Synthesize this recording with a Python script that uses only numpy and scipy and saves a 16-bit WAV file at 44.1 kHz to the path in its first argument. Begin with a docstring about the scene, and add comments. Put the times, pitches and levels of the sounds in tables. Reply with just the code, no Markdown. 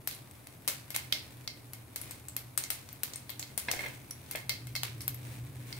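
"""Seeds popping in a hot wok

Small seeds burst in a puddle of hot oil in a metal wok, heard from above in a hard-walled kitchen.
Each burst is a crack with its own short resonance; it rings the wok and the room. The oil fizzes finely,
a wooden spatula knocks and drags over the wok, and the burner hums low underneath."""
import sys
import numpy as np
from scipy import signal
from scipy.fft import rfft, irfft, next_fast_len
from scipy.io import wavfile
from scipy.ndimage import uniform_filter1d

SR = 44100
rng = np.random.default_rng(int(sys.argv[2]) if len(sys.argv) > 2 else 0)


def wrap_up_sound(samples):
    """Save the sound to the file named by the first command line argument, as 16-bit audio."""
    columns = np.atleast_2d(samples).T
    # keep every value between -1 and 1, then stretch to whole-number steps
    tamed = np.clip(columns, -1, 1)
    steps = np.round(tamed * 32767).astype(np.int16)
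    wavfile.write(sys.argv[1], SR, steps)


N = 255339
TIME = np.arange(N) / SR
TAIL = 24576  # samples for one hit to ring out

# bursting seeds: start_s, crack_db, hull_hz, hull_width_hz, hull_db, overtone_share, wok_ring_db,
# room_db, pan_db (left minus right)
POPS = [(0.074, -5.5, 12310, 5400, 2, 0, -33, -6.5, 8), (0.111, -21, 4200, 2500, -12, 0, -24, -1.5, -3),
        (0.148, -29, 10600, 3100, -12, 0, -40, -3, -3), (0.311, -27, 8250, 700, -14, 0, -40, -21, 7),
        (0.4705, -20, 10000, 900, -13, 0, -31, -14, 2), (0.677, -2.5, 9900, 7000, -2, 0.2, -14, -0.5, 7),
        (0.904, -14.5, 12400, 2500, -8, 0, -23, -5.5, 16),
        (0.9448, -21, 3130, 3600, -6.5, 0, -33, -0.5, -2), (0.9487, -15, 8600, 1200, -4, .4, -17, 0.5, 12),
        (0.962, -1.5, 10400, 2500, 0, .5, -13.5, -10, 1), (1.1237, -12, 5100, 1630, 3, 0.16, -8, -0.5, -12),
        (1.125, -9.5, 3580, 1620, 15.5, 0, -14, -14.5, 0.5),
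        (1.476, -18, 4770, 2100, 5.5, 0, -15.5, -11.5, 7), (1.7334, -17.5, 11700, 7000, -11, 0, -27, -7, 4),
        (1.9596, -9.5, 11300, 2300, -0.5, 0, -24, -6, 2), (2.0146, -20.5, 10800, 2300, -2.5, 0, -35, -3, 9),
        (2.109, -17.5, 8400, 1800, -9, .3, -28, -2.5, 7), (2.284, -21, 7960, 1520, -2, 0.33, -38, -5.5, 4),
        (2.365, -8.5, 12800, 4280, 3, 0, -21.5, -8, 0), (2.576, -2.5, 8900, 1400, 12.5, 0.2, -19, -6, 11),
        (2.6376, -15, 7000, 5000, -2, 0.15, -20.5, -7.5, 1), (2.7028, -6, 9400, 1900, 3, 0.7, -16, -3, 15),
        (2.889, -28, 5870, 5000, -16, 0, -36, -7.5, 2), (2.9282, -29, 13700, 3000, -7, 0.03, -35, -9, 17),
        (3.0332, -4, 12000, 6000, 0.5, 0, -25, -7.5, 14), (3.135, -24, 6700, 6500, -9.5, 0.1, -28, -4, 3),
        (3.1583, -20, 8870, 2000, -1.5, 0, -29, -5.5, 4), (3.294, -16.5, 3680, 1780, -4, 0, -20, -6.5, 22),
        (3.302, -20, 14000, 1500, -0.5, 0, -41, -6, 8), (3.3946, -18.5, 7300, 3000, -4, 0.36, -29, -0.5, 1),
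        (3.4268, -18.5, 4320, 1400, -3, 0, -20, -9, -2), (3.5769, -6.5, 9960, 2660, 6, 0.6, -20, -4.5, 18),
        (3.714, -2.5, 5830, 4300, 5, 0, -19, -8.5, 5), (4.108, -23, 10800, 990, 2, 0, -28, -7, -3),
        (4.1099, -19.5, 5800, 800, 2.5, 0, -41.5, -12.5, 4),
        (4.311, -15.5, 12200, 7000, -3.5, 0.2, -24, -4, 4), (4.357, -11, 13700, 1500, -10, 0, -23, -6, 2),
        (4.494, -5, 4600, 1900, 7.5, 0, -5.5, -7.5, 5), (4.67, -20, 9400, 1300, -17, 0, -26.5, -8, 6),
        (4.7525, -12.5, 5030, 1800, -0.5, 0, -9, -5.5, 4),
        (4.762, -11.5, 4300, 700, 9.5, 0.26, -23, -8.5, 5), (4.833, -6, 2930, 3600, 0, 0.5, -30, -8, 2),
        (5.0063, -21.5, 5300, 1590, -11, 0, -24.5, -1.5, 3),
        (5.0166, -26, 10000, 2300, -6.5, 0, -38, -3, 10), (5.079, -7.5, 13200, 2780, 8, 0, -24, -8, 5),
        (5.144, -27, 12540, 3000, -6, 0, -33, -5, 6), (5.7266, -23, 4650, 1100, 4.5, 0.1, -20, -16, 4)]


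def undb(db):
    """Decibels to gain."""
    return 10 ** (np.asarray(db) / 20)


def unit(x):
    """Scale to an energy of one in each channel."""
    return x / np.sqrt(np.sum(x ** 2, axis=-1, keepdims=True))


def level(x, db):
    """Scale to an rms level."""
    return x * undb(db) / np.sqrt(np.mean(x ** 2))


def shape(x, response):
    """Filter with a gain that is a function of frequency."""
    size = next_fast_len(x.shape[-1])
    hz = np.maximum(np.arange(size // 2 + 1) * SR / size, 1)
    return irfft(rfft(x, size) * response(hz), size)[..., :x.shape[-1]]


def colour(x, points):
    """Equalise along a curve of (freq_hz, gain_db) points."""
    hz, db = np.transpose(points)
    return shape(x, lambda f: undb(np.interp(np.log(f), np.log(hz), db)))


def resonance(f, hz, width):
    """A resonance applied twice, so that its skirts are steep."""
    return 1 / (1 + 2j * (f - hz) / width) ** 2


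def stereo_noise(likeness, size=N):
    """Two channels of noise that share a part of their power."""
    common, *own = rng.standard_normal((3, size))
    return np.sqrt(likeness) * common + np.sqrt(1 - likeness) * np.array(own)


def fade(t60):
    """Exponential decay, down 60 dB after t60 seconds."""
    return np.exp(-np.log(1000) * np.arange(TAIL) / SR / t60)


def panned(x, db):
    """Share the power between the sides; positive leans left."""
    gains = undb(np.array([[db], [-db]]) / 2)
    return x * gains / np.sqrt(np.mean(gains ** 2))


def add(out, x, start_s):
    """Mix a sound in at a time."""
    start = int(start_s * SR)
    part = out[:, start:start + x.shape[-1]]
    part += x[:, :part.shape[-1]]


def room(low_t60=0.37, high_t60=0.17, early_t60=0.014, early_db=-9, grain_db=3):
    """Reflections from bowl and counter, then the kitchen's tail, whose treble dies first."""
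    # echoes come in clumps, so the decay is grainy
    clumps = uniform_filter1d(rng.standard_normal((2, TAIL)), size=40, axis=-1)
    echoes = stereo_noise(likeness=0.014, size=TAIL) * undb(grain_db * level(clumps, 0))
    low = shape(echoes, lambda f: 1 / (1 + (f / 6000) ** 2))
    late = (low * fade(low_t60) + (echoes - low) * fade(high_t60)) * (1 - fade(0.0045))
    early = rng.standard_normal((2, TAIL)) ** 3 * fade(early_t60) * (1 - fade(0.043))
    return unit(unit(late) + undb(early_db) * unit(early))


def room_tone(level_db=-60):
    """The kitchen's faint, even hiss."""
    # hiss spectrum: freq_hz, gain_db
    spectrum = [(100, 9), (300, 7), (700, 6.5), (1200, 3), (2000, -5.5), (3200, -49), (6500, -13),
                (8700, -5), (11000, 2), (15500, -8.5)]
    hiss = colour(stereo_noise(likeness=0.32), spectrum)
    return panned(level(hiss, level_db), 0.5)


def drone(hz, width_hz, steadiness=0.37):
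    """A resonance driven by noise, its wavering level partly evened out."""
    band = shape(rng.standard_normal(N), lambda f: resonance(f, hz, width_hz))
    tone = signal.hilbert(level(band, 0))
    return level(tone.real / (np.abs(tone) + 0.04) ** steadiness, 0)


def burner(rumble_db=-54, upper_db=-71, rumble_follows=0.46):
    """The flame's turbulence rumbles and keeps two low resonances humming."""
    # level ride of the hum: time_s, level_db
    ride = [(0, -52.5), (0.45, -57.5), (1.1, -54.5), (2.2, -53.5), (2.9, -58.5), (3.4, -53), (4.1, -53),
            (4.7, -47.5), (5.0, -44.5), (5.35, -42.5), (5.79, -46.5)]
    hum_db = np.interp(TIME, *np.transpose(ride))
    # flame rumble spectrum: freq_hz, gain_db
    spectrum = [(20, -34), (45, -58), (62, -1.5), (80, 4), (105, 4), (150, -2), (180, -8), (240, -6.5),
                (295, -6.5), (350, -12.5), (500, -23), (1000, -38)]
    rumble = level(colour(stereo_noise(likeness=0.92), spectrum), rumble_db)
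    hum = drone(hz=123, width_hz=14) * undb(hum_db + 0.5)
    upper_hum = drone(hz=295, width_hz=20) * undb(upper_db)
    swell = undb(rumble_follows * (hum_db - np.mean(hum_db)))
    return hum + swell * (rumble + upper_hum)


def crack(t60, rise_s=0.00043):
    """A sharp burst with an even spectrum, scattered differently to each side by the bowl."""
    t = TIME[:256]
    envelope = np.exp(-np.log(1000) * t / t60) * (1 - np.exp(-(t / rise_s) ** 2))
    spectrum = rfft(stereo_noise(likeness=0.23, size=len(t)) * envelope)
    power = uniform_filter1d(np.abs(spectrum) ** 2, size=13, axis=-1)
    even = unit(irfft(spectrum / np.sqrt(power)))
    return np.pad(even, ((0, 0), (0, TAIL - len(t))))


def boiling(simmer_db=-57.5, splash_db=-50, splash_fade_s=0.24, spurt_db=0.5, spurt_hz=9):
    """Strength of the fizz: a simmer in small spurts that rises with each seed's splash and with flares."""
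    # the oil flares up, mostly where it is stirred: middle_s, width_s, rise_db
    flares = [(0.14, 0.57, 0.5), (2.088, 0.18, 11), (3.8, 0.34, 16.5), (4.34, 0.25, 9), (5.303, 0.23, 11.5),
              (5.762, 0.33, 11.5)]
    flare_db = sum(db * np.exp(-(2 * (TIME - s) / width) ** 2) for s, width, db in flares)
    splash_power = np.zeros(N)
    for start_s, crack_db, *_ in POPS:
        settling = (TIME > start_s) * np.exp(-np.abs(TIME - start_s) / splash_fade_s)
        splash_power += undb(crack_db + splash_db) ** 2 * settling
    spurts = level(shape(rng.standard_normal(N), lambda f: np.exp(-(f / spurt_hz) ** 2)), 0)
    return np.sqrt(undb(simmer_db + flare_db) ** 2 + splash_power) * undb(spurt_db * spurts)


def oil(bubbles_per_s=900, spots=6, size_spread_db=3, tint_spread_db=2):
    """Tiny steam bubbles burst across the puddle: most are faint, a few tick; each spot has its tint."""
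    # fizz spectrum: freq_hz, gain_db
    spectrum = [(300, 6), (700, -5.5), (1200, -4.5), (2100, 3.5), (3000, 1), (4400, 0), (6500, -1.5),
                (8700, 0), (12000, -5.5), (16000, 2.5)]
    fizz = np.zeros((2, N))
    for _ in range(spots):
        sizes = undb(size_spread_db * np.minimum(rng.exponential(size=N), 5))
        bubbles = (rng.random(N) < bubbles_per_s / spots / SR) * sizes * rng.choice([-1, 1], N)
        tint = [(hz, db + tint_spread_db * rng.standard_normal()) for hz, db in spectrum]
        tick = colour(panned(crack(t60=0.0041), 3.3) + room(), tint)[:, :TAIL // 2]
        fizz += signal.fftconvolve(bubbles[None], tick, axes=1)[:, :N]
    return level(fizz, 0) * boiling()


def wok(damping_t60, scatter_db=0, walls_db=-2, detune=0.0025):
    """The wok's modes, struck at a new spot each time; whatever touches the metal shortens the ring."""
    # modes of the metal bowl: pitch_hz, level_db, t60_s
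    modes = [(603, -19.5, 0.3), (727, -23, 0.13), (1604, -27, 0.27), (1793, -19, 0.12), (2116, -2.5, 0.16),
             (2140, -6.5, 0.12), (2170, -7.5, 0.16), (2630, -9, 0.18), (3153, -10, 0.91),
             (3290, -13.5, 0.51), (4160, -9.5, 0.46), (4330, -10, 0.2), (4760, -13, 0.23),
             (5540, -6.5, 0.15)]
    hz, db, t60 = np.transpose(modes)
    pitch_hz = hz * (1 + detune * rng.standard_normal(len(hz)))
    partials = np.exp(np.outer(2j * np.pi * pitch_hz - np.log(1000) / t60, TIME[:TAIL]))
    gains = undb(db + scatter_db * rng.standard_normal((2, len(hz))))
    phases = np.exp(2j * np.pi * rng.random((2, len(hz))))
    ring = ((gains * phases) @ partials).real
    # the ring arrives both straight and by way of the walls
    walls = signal.fftconvolve(ring * fade(0.071), room(), axes=1)[:, :TAIL]
    return unit(unit(ring * fade(damping_t60)) + undb(walls_db) * unit(walls))


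def wood_on_wok(soft_hz=3200):
    """The wok's ring under soft wood, which misses the high modes and damps the rest."""
    return unit(shape(wok(damping_t60=0.11), lambda f: 1 / (1 + 1j * f / soft_hz) ** 2))


def stick_slip(slips_per_s=900, grain=0.1188, edge_s=0.035):
    """Grains of friction from the dragging blade; each stroke presses on, holds and lifts off."""
    # spatula strokes: start_s, length_s, friction_db
    strokes = [(3.672, 0.07, -52), (3.794, 0.065, -44), (4.32, 0.053, -50)]
    pressure = np.zeros(N)
    for start_s, length_s, friction_db in strokes:
        corners_s = start_s + np.array([0, edge_s, length_s, length_s + edge_s])
        pressure += undb(friction_db) * np.interp(TIME, corners_s, [0, 1, 1, 0])
    slips = (rng.random(N) < slips_per_s / SR) * rng.standard_normal(N)
    slips *= np.exp(grain * rng.standard_normal(N))
    return level(slips, 0)[None] * pressure


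def spatula(blow_t60=0.025, room_db=-4, scrape_db=3.5, scrape_ring_db=-5):
    """Dull knocks and short scrapes sound the wooden blade and ring the wok."""
    # spatula meeting the wok: start_s, blow_db, wok_ring_db
    knocks = [(3.6854, 1, -4.5), (3.7362, -6.5, -30), (3.7692, -14, -16), (3.7918, -17, -7),
              (3.8070, -10, -20), (3.8380, -17, -12), (3.8602, -8, -12), (4.351, -5.5, -11),
              (4.3543, -9, -12)]
    # resonances of wood against metal: pitch_hz, width_hz, level_db
    wood_modes = [(425, 330, -1), (726, 640, -2), (1140, 450, -21), (1740, 310, 2.5), (2430, 570, 1.5),
                  (3520, 830, -4.5)]

    def wood(f):
        return np.sqrt(sum(np.abs(undb(db) * resonance(f, hz, width)) ** 2
                           for hz, width, db in wood_modes))

    contact, rings = np.zeros((2, 2, N))
    for start_s, blow_db, ring_db in knocks:
        blow = unit(stereo_noise(likeness=1, size=TAIL) * fade(blow_t60))
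        add(contact, undb(blow_db + 2) * (blow + undb(room_db) * room()), start_s)
        add(rings, undb(ring_db) * wood_on_wok(), start_s)
    slips = stick_slip()
    contact += undb(scrape_db) * signal.fftconvolve(slips, crack(t60=0.011) + room(), axes=1)[:, :N]
    rings += undb(scrape_ring_db) * signal.fftconvolve(slips, wood_on_wok(), axes=1)[:, :N]
    return panned(shape(contact, wood), 2.4) + rings


def seeds(overtone_ratio=1.53, tilt_db_per_octave=1.5, bass_knee_hz=600, beam_db_per_khz=-0.4):
    """Steam splits a hull: a broad crack, a short resonance and its overtone ring the wok and the room."""
    # tone of the kitchen's reflections: freq_hz, gain_db
    room_colour = [(100, 12), (400, 6.5), (1000, 2), (4000, 8), (9000, 7), (16000, 7.5)]
    out = np.zeros((2, N))
    for start_s, crack_db, hz, width, hull_db, overtone, ring_db, room_db, pan_db in POPS:
        def burst(f, hull_trim_db=0):
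            split = undb(crack_db + tilt_db_per_octave * np.log2(np.maximum(f, 1500) / 5000))
            peaks = resonance(f, hz, width) + overtone * resonance(f / overtone_ratio, hz, width)
            hull = undb(hull_db + hull_trim_db) * peaks
            phase = np.exp(1j * np.angle(split + hull))
            low_cut = 1 / (1 + bass_knee_hz / (1j * f))  # so small a source radiates little bass
            return np.hypot(split, np.abs(hull)) * phase * low_cut

        direct = shape(panned(crack(t60=0.0078), pan_db), burst)
        # the bowl beams a high resonance upwards, so less of it reaches the walls
        beamed_db = beam_db_per_khz * hz / 1000
        walls = shape(colour(room(), room_colour), lambda f: burst(f, beamed_db))
        # oil damps the wok; modes near the hull's resonance are struck hardest
        ring = unit(shape(wok(damping_t60=0.36), lambda f: np.abs(burst(f)) ** 0.23))
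        pop = direct + undb(room_db) * walls + undb(ring_db + 2) * ring
        add(out, pop[:, :TAIL - TAIL // 10], start_s)
    return out


def scene():
    """Pops and spatula up front, over a bed of fizz, flame and room tone."""
    return seeds() + spatula() + oil() + burner() + room_tone()


def record(dry, top_hz=15700):
    """Two microphone ports colour left and right differently, and the top is cut."""
    # tone of the ports: freq_hz, left_db, right_db
    ports = [(101, -2, -2), (640, 3.1, 2.3), (1790, 1.5, 1.5), (2260, -1.5, 2.5), (3270, -2.5, -2),
             (4300, -3.5, 0), (5630, -3, -2.5), (7140, -6.5, 0), (8020, 1.5, -7), (9700, -1.06, -2),
             (13300, 0.5, -2.5), (15500, -5, -3.5)]
    left = colour(dry[0], [(hz, db) for hz, db, _ in ports])
    right = colour(dry[1], [(hz, db) for hz, _, db in ports])
    high_cut = signal.ellip(10, 0.2, 70, top_hz, fs=SR, output="sos")
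    return signal.sosfilt(high_cut, [left, right])


dry = scene()
out = record(dry)
wrap_up_sound(out)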